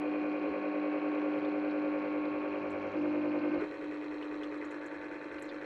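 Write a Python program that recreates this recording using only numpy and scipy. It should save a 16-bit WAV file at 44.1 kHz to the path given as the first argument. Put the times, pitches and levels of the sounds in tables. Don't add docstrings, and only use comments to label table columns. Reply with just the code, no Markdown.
import sys
import numpy as np
from scipy import signal
from scipy.fft import rfft, irfft, next_fast_len
from scipy.io import wavfile
from scipy.ndimage import uniform_filter1d

SR = 44100
rng = np.random.default_rng(int(sys.argv[2]) if len(sys.argv) > 2 else 0)


def magnitude_from_level(level_db):
    exponent = np.asarray(level_db, float) / 20
    return 10 ** exponent


def wrap_up_sound(samples):
    columns = np.atleast_2d(samples).T
    tamed = np.clip(columns, -1, 1)
    steps = np.round(tamed * 32767).astype(np.int16)
    wavfile.write(sys.argv[1], SR, steps)


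N = 249165
MAINS_HZ, LATER_MAINS_HZ, POLE_PAIRS = 50, 49.97, 5
SHIFT_S = 2.955
LEAN_S = 1.4

# hz, first_db, shifted_db (after the housing shifts), later_db
HUM_LINES = [(200.0, -56.5, -55.5, -80), (250.0, -60, -51, -66), (300.0, -35.5, -33.5, -43.0),
             (350.0, -51.5, -41.5, -62.5), (400.0, -47.5, -54.5, -61), (500.0, -48, -47.5, -54),
             (550.0, -45.5, -46.5, -55), (600.0, -50.5, -47.5, -62), (650.0, -58.5, -54, -63),
             (700.0, -56, -60.5, -75.5), (750.0, -56.5, -64, -62.5), (850.0, -70, -60.5, -70),
             (900.0, -57, -57, -62.5), (1050.0, -61, -57, -84.5), (1100.0, -54, -71, -67),
             (1150.0, -60, -62.5, -63), (1200.0, -67.5, -78, -66.5), (1400.0, -58.5, -62.5, -82),
             (1500.0, -58, -59.5, -69.5), (1550.0, -65, -58, -72), (1600.0, -61.5, -65, -83),
             (1700.0, -64.5, -69.5, -73), (2050.0, -65.5, -79, -67), (2150.0, -62, -58, -81.5),
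             (2250.0, -62.5, -70.5, -80), (2300.0, -73.5, -85, -82.5), (2350.0, -63, -69.5, -77.5),
             (2450.0, -62, -60.5, -68.5), (2500.0, -69.5, -68, -82), (2650.0, -65.5, -67.5, -74.5)]
# hz, first_db, later_db
CLATTER_COLOUR = [(120, -20, -27), (216, -3, -12), (314, 9, 12.5), (370, 9, 8), (467, 4, 8), (557, 4, 3.5),
                  (730, 0, -8.5), (1000, -3.5, -4.5), (1120, -3.5, -4.5), (1300, -3.5, -3.5),
                  (1570, -6, -6), (1800, -8, -1.5), (2100, -6.5, -4), (2320, -6.5, -9), (2500, -6, -6),
                  (2950, -16, -19.5), (3600, -25.5, -20), (4170, -21, -17.5), (4680, -31, -34),
                  (5500, -37, -30.5), (7800, -49.5, -37.5), (10000, -70, -47.5), (15000, -87.5, -57)]
# start_s, peak_db, pitch_hz, t60_s
TABLE_BUMPS = [(.48, -46.5, 70, 0.18), (0.48, -35, 422, 0.12), (1.365, -48, 150, .2), (1.5, -59, 60, .2),
               (2.33, -55, 65, 0.44), (.005, -64, 60, 0.24), (.01, -58, 119, .15), (1.1, -49, 290, .1),
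               (1.1, -47, 280, 0.071), (2.589, -49, 149, 0.43), (2.7, -57, 83, 0.5), (3, -43.5, 850, 0.1),
               (2.2, -45, 480, .1), (3.5322, -40.5, 393, 0.21), (3.55, -44, 50, 0.25), (3.54, -46, 85, 0.2),
               (3.6162, -28, 410, 0.13), (2.975, -34, 495, .2), (5.3, -54, 72, .4), (3.87, -57, 75, .3),
               (4.08, -57, 75, .3), (4.95, -58, 80, .3), (4.62, -56, 70, 0.28), (4.4, -65, 50, .3),
               (2.3, -50.5, 130, 0.24), (4.422, -58, 76, 0.37)]


def walk(rate, count=1):
    k = int(SR / rate)
    steps = np.repeat(rng.standard_normal((count, N // k + 1)), k, axis=1)
    return 1.18 * uniform_filter1d(uniform_filter1d(steps, k), k)[:, :N]


def colour(x, hz, db):
    size = next_fast_len(N, True)
    f = np.fft.rfftfreq(size, 1 / SR)
    gain = magnitude_from_level(np.interp(np.log(f + 1), np.log(hz), db))
    return irfft(rfft(x, size) * gain, size)[:N]


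def ring(hz, t60):
    t = np.arange(int(t60 * SR)) / SR
    blow = np.sin(np.pi / 2 * np.minimum(t * hz / 3, 1)) ** 2
    return blow * np.sin(2 * np.pi * hz * t) * np.exp(-np.log(1000) * t / t60)


def seat(t):
    # middle_s, depth_db, length_s
    slip_events = [(0.027, -1, 0.16), (0.391, -4.5, 0.027), (0.58, -6.5, 0.08), (0.736, -4, 0.018),
                   (1, -7, 0.016), (1.403, -5, 0.015), (2.053, -4, 0.067), (2.915, -7, 0.034),
                   (3.406, -10, 0.013), (3.508, -12, 0.007), (3.546, 2, .01), (3.568, -4, .01),
                   (3.587, -7, 0.012), (3.757, -9.5, 0.038), (4.78, -1.5, 0.15), (5.25, -0.5, 0.091)]
    slips = sum(db * np.exp(-((t - s) / length) ** 2) for s, db, length in slip_events)
    loose = -34 - 12.5 * np.maximum(t - 2.14, 0)
    seated = -33.5 + 1.5 * (t - SHIFT_S)
    boom_db = uniform_filter1d(np.where(t < SHIFT_S, loose, seated), size=300) + slips
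    creep = np.clip(-84 + 19 * (t - 1.8), -84, -64.5)
    lean = 13 * (t > LEAN_S) * np.exp(-(np.maximum(t - LEAN_S, 0) / 0.32) ** 2)
    return boom_db, -41.5 + slips, creep + lean


def jolts(t):
    out = 0
    for s, db, hz, _ in TABLE_BUMPS:
        if hz > 200:
            swing = np.sin(2 * np.pi * 14 * (t - s)) * np.exp(-np.abs(t - s) / 0.062)
            out = out + magnitude_from_level(min(db, -35) + 36.0) * swing
    return out


def hum(mains_hz, line_db, throb, throb_ms, boom_db):
    t = np.arange(N) / SR
    wander, slip = walk(5, count=len(HUM_LINES)), walk(2.5, count=len(HUM_LINES))
    start = rng.standard_normal(len(HUM_LINES))
    jolt = jolts(t)
    turn_rate = 2 * np.pi * mains_hz / POLE_PAIRS
    out = 0
    for k, row in enumerate(HUM_LINES):
        hz = round(row[0] / MAINS_HZ) * mains_hz
        if abs(hz - 300) < 10:
            gain = magnitude_from_level(boom_db + 0.5 * wander[k])
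        else:
            gain = magnitude_from_level(line_db[k] + 0.9 * (1 + hz / 1200) * wander[k])
        if hz > 1000:
            swing = np.cos(turn_rate * (t - 0.048) + 0.6 * start[k] + 0.3 * slip[k])
        else:
            swing = np.cos(turn_rate * (t - (throb_ms - 0.15 * (hz - 550)) / 1000))
        depth = 0.2 * (hz > 1000) + throb * np.exp(-((hz - 550) / 120) ** 2)
        late_s = 0.0046 if hz > 430 else -0.0022
        phase = 2 * np.pi * hz * (t - late_s)
        phase = phase - 1.5 * ((hz - 300) / MAINS_HZ) ** 2 * (hz < 430)
        phase += 4 * start[k] * (hz > 620) + 0.2 * start[k] * (1 + hz / 600)
        phase += 0.15 * slip[k] * (1 + hz / 900)
        phase += jolt * (hz < 450)
        out = out + np.sqrt(2) * gain * (1 + depth * swing) * np.cos(phase)
    return out


def each_turn(turn, memory):
    rows = rng.standard_normal((N // turn + 40, turn))
    held = signal.lfilter([np.sqrt(1 - memory ** 2)], [1, -memory], rows, axis=0)
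    return held[39:].ravel()[:N]


def snaps(ms, turn_ms, moment):
    # first_middle_db, first_treble_db, later_middle_db, later_treble_db
    pole_pulls = [(4.6, 2.9, 2.7, 2.1), (9.7, 10, 8.8, 8), (10, 7, 6.6, 4.1), (9.8, 4, 4.8, 4),
                  (7, 6.6, 4.9, 8.4), (11.5, 1.9, 4.2, 6), (3.6, 1.8, 6.4, 4.3), (7.4, 2.1, 3.4, 7),
                  (4.8, 5.8, 5, 6.6), (4.6, 9, 3, 6.3)]
    first_pull_ms = 0.8 if moment else 8.3
    out = 0
    for k, row in enumerate(pole_pulls):
        late = ms - first_pull_ms - k * turn_ms / len(pole_pulls)
        late = (late + turn_ms / 2) % turn_ms - turn_ms / 2
        burst = np.exp(-(late / np.where(late < 0, 1.2, 2.2)) ** 2)
        out = out + np.outer(row[2 * moment:][:2], burst)
    return out - out.mean(axis=1, keepdims=True)


def tooth_clatter(turn, tooth_db, memory, surge, moment):
    # hz, share (0-1)
    fresh_share = [(30, 0.9), (200, 0.8), (350, 0.17), (2600, 0.32), (3800, 0.8), (5000, 1), (16000, 1)]
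    # from_hz, to_hz, unevenness (0-1), first_surge_share, later_surge_share
    gear_parts = [
        (20, 440, 0.5, -0.45, 0.35),
        (480, 660, 0.3, 1.8, 0.35),
        (730, 1495, 0.25, -0.2, 0.3),
        (1529, 3170, 0.2, -0.8, 0.7),
        (3170, 3520, 0.4, 0.47, -0.18),
        (3790, 4380, 0.8, -0.85, -0.3),
        (4556, 4790, 0.7, -1.7, .3),
        (5030, 13000, 0.6, 0.085, 0.6),
    ]
    hz, share = np.transpose(fresh_share)
    share = np.clip(share, 0.01, 0.99)
    old = colour(each_turn(turn, min(memory, 0.99)), hz, 10 * np.log10(1 - share))
    new = colour(rng.standard_normal(N), hz, 10 * np.log10(share))
    housing = rng.standard_normal(2000) * np.exp(-np.arange(2000) / (0.0072 * SR))
    housing[0] = 14
    both = new + signal.fftconvolve(old, housing / np.sqrt(np.sum(housing ** 2)))[:N]
    from_ms, to_ms, surge_db = surge
    ms = np.arange(N) % turn / SR * 1000
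    loaded = uniform_filter1d(1.0 * ((ms > from_ms) & (ms < to_ms)), 250) - 0.5
    snap_db = np.tile(snaps(ms[:turn], turn / SR * 1000, moment), N // turn + 1)[:, :N]
    snap_db = snap_db * (1 + 0.22 * walk(7, count=2))
    out = 0
    for lo_hz, hi_hz, uneven, *load in gear_parts:
        teeth = uniform_filter1d(each_turn(turn, 0.9), 130)
        level_db = uneven * tooth_db * teeth / teeth.std()
        lag = int(0.028 * SR) if 450 < lo_hz < 550 and moment == 0 else 0
        level_db = level_db + load[moment] * surge_db * np.roll(loaded, lag)
        if lo_hz > 700:
            level_db = level_db + (0.85 if lo_hz < 4900 else 0.65) * snap_db[int(lo_hz > 3100)]
        band = colour(both, [lo_hz / 1.15, lo_hz, hi_hz, hi_hz * 1.15], [-60, 0, 0, -60])
        out = out + magnitude_from_level(level_db) * band
    return out


def tooth_knocks(turn, knocks, knock_db):
    starts = np.arange(0, N, turn)
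    force = walk(1.1, count=len(knocks))
    out = np.zeros(N)
    for (ms, hz, db, t60_ms), swell in zip(knocks, force):
        follow = 1.0 if hz < 600 else -0.25 * (1300 < hz < 2200)
        uneven_db = hz / 3000 * rng.standard_normal(len(starts))
        blows = np.zeros(N + turn)
        blows[starts + int(ms / 1000 * SR)] = magnitude_from_level(db + 1.5 * swell[starts] + uneven_db + knock_db[starts] * follow)
        out += signal.oaconvolve(blows, ring(hz, t60_ms / 1000))[:N]
    return out


def gears(mains_hz, colour_db, knocks, knock_db, memory, tooth_db, surge, moment):
    turn = round(SR * POLE_PAIRS / mains_hz)
    clatter = tooth_clatter(turn, tooth_db, memory, surge, moment)
    return colour(clatter, np.transpose(CLATTER_COLOUR)[0], colour_db) + tooth_knocks(turn, knocks, knock_db)


def pockets(x, t):
    # middle_s, length_s, pitch_hz, width_ratio, added_db (level of the added band relative to the clatter)
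    custard_pockets = [(2.35, 0.26, 1100, 1.04, -1), (3.611, 0.027, 1350, 1.25, 3),
                       (4.65, 0.11, 1900, 1.14, -9), (4.45, 0.35, 1170, 1.06, 1),
                       (4.62, 0.016, 1960, 1.27, 0), (2.85, 0.28, 6100, 1.15, -2),
                       (2.3, 0.25, 3500, 1.08, -7), (4.93, 0.26, 1534, 1.1, 1), (5.35, 0.045, 1440, 1.1, 7),
                       (5.6, 0.055, 1500, 1.08, 2), (1.5, 0.39, 1350, 0.87, -1)]
    out = x
    for s, length, hz, wide, db in custard_pockets:
        edges = [hz / wide / 1.1, hz / wide, hz * wide, hz * wide * 1.2]
        band = colour(x, edges, [-38.5, -5.0, -3.0, -37.5])
        out = out + magnitude_from_level(db) * np.exp(-((t - s) / length) ** 2) * band
    return out


def table_buzz(t, buzz_db, drift_db, moved, later):
    second = np.sqrt(2) * magnitude_from_level(buzz_db * (1 - later) - 88 * later + 2.0 * drift_db)
    third = magnitude_from_level(-67.0 + 9.3 * moved * (1 - later))
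    return second * np.cos(4 * np.pi * MAINS_HZ * t) + third * np.cos(6 * np.pi * MAINS_HZ * t)


def background(t, drift_db, later, enter):
    rumble = colour(rng.standard_normal(N), [12, 25, 80, 180, 400], [-21.5, 0.0, 2.5, 4.0, -43.5])
    still = (t > 0.52) & (t < LEAN_S)
    rumble_db = 1.7 * drift_db + uniform_filter1d(np.where(still, -87, -76), size=2000)
    traffic = colour(rng.standard_normal(N), [12, 22, 45, 90], [0.5, 25, 27.5, -31])
    hiss = magnitude_from_level(-96.5 + 3.5 * enter) * rng.standard_normal(N)
    return magnitude_from_level(rumble_db + 24.0) * rumble + magnitude_from_level(-73.5) * later * traffic + hiss


def hits(table, noisy):
    out = np.zeros(N + SR)
    t = np.arange(int(0.3 * SR)) / SR
    for s, db, hz, t60 in table:
        wide = signal.butter(3, [hz / 1.18, min(hz * 1.2, 0.45 * SR)], "bandpass", fs=SR, output="sos")
        splash = rng.standard_normal(len(t)) * np.exp(-np.log(1000) * t / (1.1 * t60))
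        wash = signal.sosfilt(wide, splash)
        crack = np.diff(rng.standard_normal(len(t) + 1)) * np.exp(-t / 0.002) * 0.07 * (hz > 6000)
        tone = ring(hz, t60)
        out[int(s * SR):][:len(t)] += magnitude_from_level(db) * (crack + noisy * wash / np.abs(wash).max())
        out[int(s * SR):][:len(tone)] += magnitude_from_level(db) * (1 - noisy) * tone
    return out[:N]


def scene():
    # ms_into_turn, pitch_hz, level_db, t60_ms
    first_knocks = [(16.73, 2800, -46, 12), (57.1, 2300, -48.5, 16), (22.5, 3290, -64.5, 17),
                    (19, 5950, -82.5, 15), (91.5, 4250, -67, 23), (47.4, 4200, -72.5, 15),
                    (27, 2260, -44.5, 45), (99, 4150, -63, 12), (27.5, 5700, -80, 12),
                    (17.06, 400, -43.5, 42), (33, 2230, -47, 25), (54, 2500, -46, 22), (14, 2700, -47, 18),
                    (58, 2700, -49, 16), (80, 2650, -50, 16), (88, 2480, -49, 20), (17, 1500, -47, 20),
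                    (35, 1520, -48, 20), (54, 1500, -48, 20), (73, 1510, -47, 20), (37, 2680, -50, 16)]
    later_knocks = [(13.8, 416, -36.5, 105), (52.5, 427, -50, 60), (74, 468, -50, 45),
                    (10.5, 1950, -47, 18), (19.5, 2050, -47, 18), (9.5, 3100, -59, 12),
                    (39.5, 4200, -56, 18), (39, 1170, -48, 30), (17, 1160, -50, 25), (60, 1150, -52, 20),
                    (37, 1930, -51, 16), (70, 4140, -61, 13), (80, 3940, -58, 13), (90, 4100, -60, 13),
                    (10, 3950, -62, 13), (12, 2480, -49, 24), (56, 2440, -49, 26), (40, 5480, -67, 18),
                    (49.5, 7800, -72, 12), (40.5, 7600, -71, 12), (19, 8200, -74, 12),
                    (80.5, 3050, -62, 14), (10, 5520, -74, 12), (19.5, 5450, -74, 12), (50, 5500, -74, 12),
                    (29, 1500, -48, 16), (39, 1550, -50, 14), (48.5, 1480, -50, 16), (57, 1950, -52, 14),
                    (18, 1520, -51, 16)]
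    # start_s, peak_db, pitch_hz, t60_s
    tick_events = [(1.183, -51, 2900, 0.028), (1.335, -45, 3070, 0.033), (4.225, -42, 2950, 0.035),
                   (1.305, -71.5, 7800, 0.027), (1.378, -68.5, 11100, .04), (1.388, -78.5, 11600, .04),
                   (4.435, -64, 8400, 0.037), (4.437, -56, 4800, .04), (4.575, -66, 7300, .03),
                   (4.712, -66, 9600, .06), (4.862, -70, 11000, .04), (.42, -62, 4200, .05),
                   (.5, -63, 4400, .05), (5.46, -60, 5500, .08), (5.385, -54, 4100, .03),
                   (1.147, -65, 5220, .02), (1.99, -60, 4600, .03), (2.918, -61, 5800, 0.027),
                   (1.383, -75, 7300, .08), (1.447, -46, 3670, 0.042), (1.71, -50, 4230, 0.047),
                   (2.253, -51, 3930, 0.033), (2.704, -56.5, 7300, 0.045), (2.717, -64, 7700, 0.03),
                   (2.82, -74.5, 14400, 0.05), (2.926, -74, 15000, 0.047), (4.23, -60, 4000, 0.032),
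                   (4.433, -39.5, 2950, 0.04), (4.433, -59, 6450, 0.055), (4.649, -57, 6800, 0.057),
                   (4.708, -57.5, 7060, 0.089), (4.86, -54.5, 7100, 0.06), (5.382, -40.5, 2500, 0.073),
                   (5.393, -65, 10000, 0.12), (5.423, -46.5, 7500, 0.04), (5.423, -63, 11000, 0.07),
                   (1.905, -81, 12100, 0.012), (2.15, -81, 12000, 0.032), (2.97, -57, 4600, .03),
                   (2.99, -58, 4400, .04), (3.09, -59, 4200, .04), (3.29, -60, 4200, .04),
                   (3.388, -56, 4200, .05), (3.49, -59, 4300, .04), (3.54, -55, 4200, .05),
                   (2.87, -63, 5600, .02), (2.82, -64, 6000, .03), (3.02, -62, 5500, 0.037),
                   (5.452, -58, 7400, 0.062), (5.49, -46, 4020, 0.057), (5.497, -47, 3600, 0.039)]
    t = np.arange(N) / SR
    boom_db, later_boom_db, buzz_db = seat(t)
    gear_db, drift_db = walk(5.5, count=2)
    moved = np.clip((t - SHIFT_S) / 0.014 + 0.5, 0, 1)
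    later = np.clip((t - 3.63) / 0.09 + 0.5, 0, 1)
    enter = np.clip((t - 3.588) / 0.0082, 0, 1)
    thick_db = -8.5 * np.clip((t - 4.6) / 0.28, 0, 1)

    lines = np.transpose(HUM_LINES)
    first_db = lines[1][:, None] * (1 - moved) + lines[2][:, None] * moved
    later_throb_db = 1.6 * np.cos(2 * np.pi * LATER_MAINS_HZ / POLE_PAIRS * (t - 0.075))
    later_boom_db = later_boom_db + 0.53 * thick_db + later_throb_db
    first_hum = hum(MAINS_HZ, first_db, 0.56, 63, boom_db)
    later_hum = hum(LATER_MAINS_HZ, lines[3], 0.38, 22, later_boom_db)

    tones = np.transpose(CLATTER_COLOUR)
    first = gears(MAINS_HZ, tones[1] - 34, first_knocks, 0 * t, memory=0.97, tooth_db=3.6,
                  surge=(10, 70, 1.5), moment=0)
    second = gears(LATER_MAINS_HZ, tones[2] - 40, later_knocks, thick_db, memory=0.878, tooth_db=3.0,
                   surge=(13, 66, 3.5 - 0.16 * thick_db), moment=1)
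    first = pockets(first * magnitude_from_level(0.51 * gear_db - 0.37), t) + first_hum
    second = pockets(second * magnitude_from_level(0.22 * gear_db + 2.2 + 0.068 * thick_db), t) + later_hum

    mix = np.cos(later * np.pi / 2) * first + enter * second
    mix += table_buzz(t, buzz_db, drift_db, moved, later)
    mix += background(t, drift_db, later, enter)
    mix += hits(tick_events, 0.65) + hits(TABLE_BUMPS, 0.15)
    return mix[None] * np.minimum(0.65 + t / 0.003, 1)


def roll_off(x):
    return signal.sosfilt(signal.butter(12, 15720, fs=SR, output="sos"), x)


def record(dry):
    return roll_off(dry)


dry = scene()
out = record(dry)
wrap_up_sound(out)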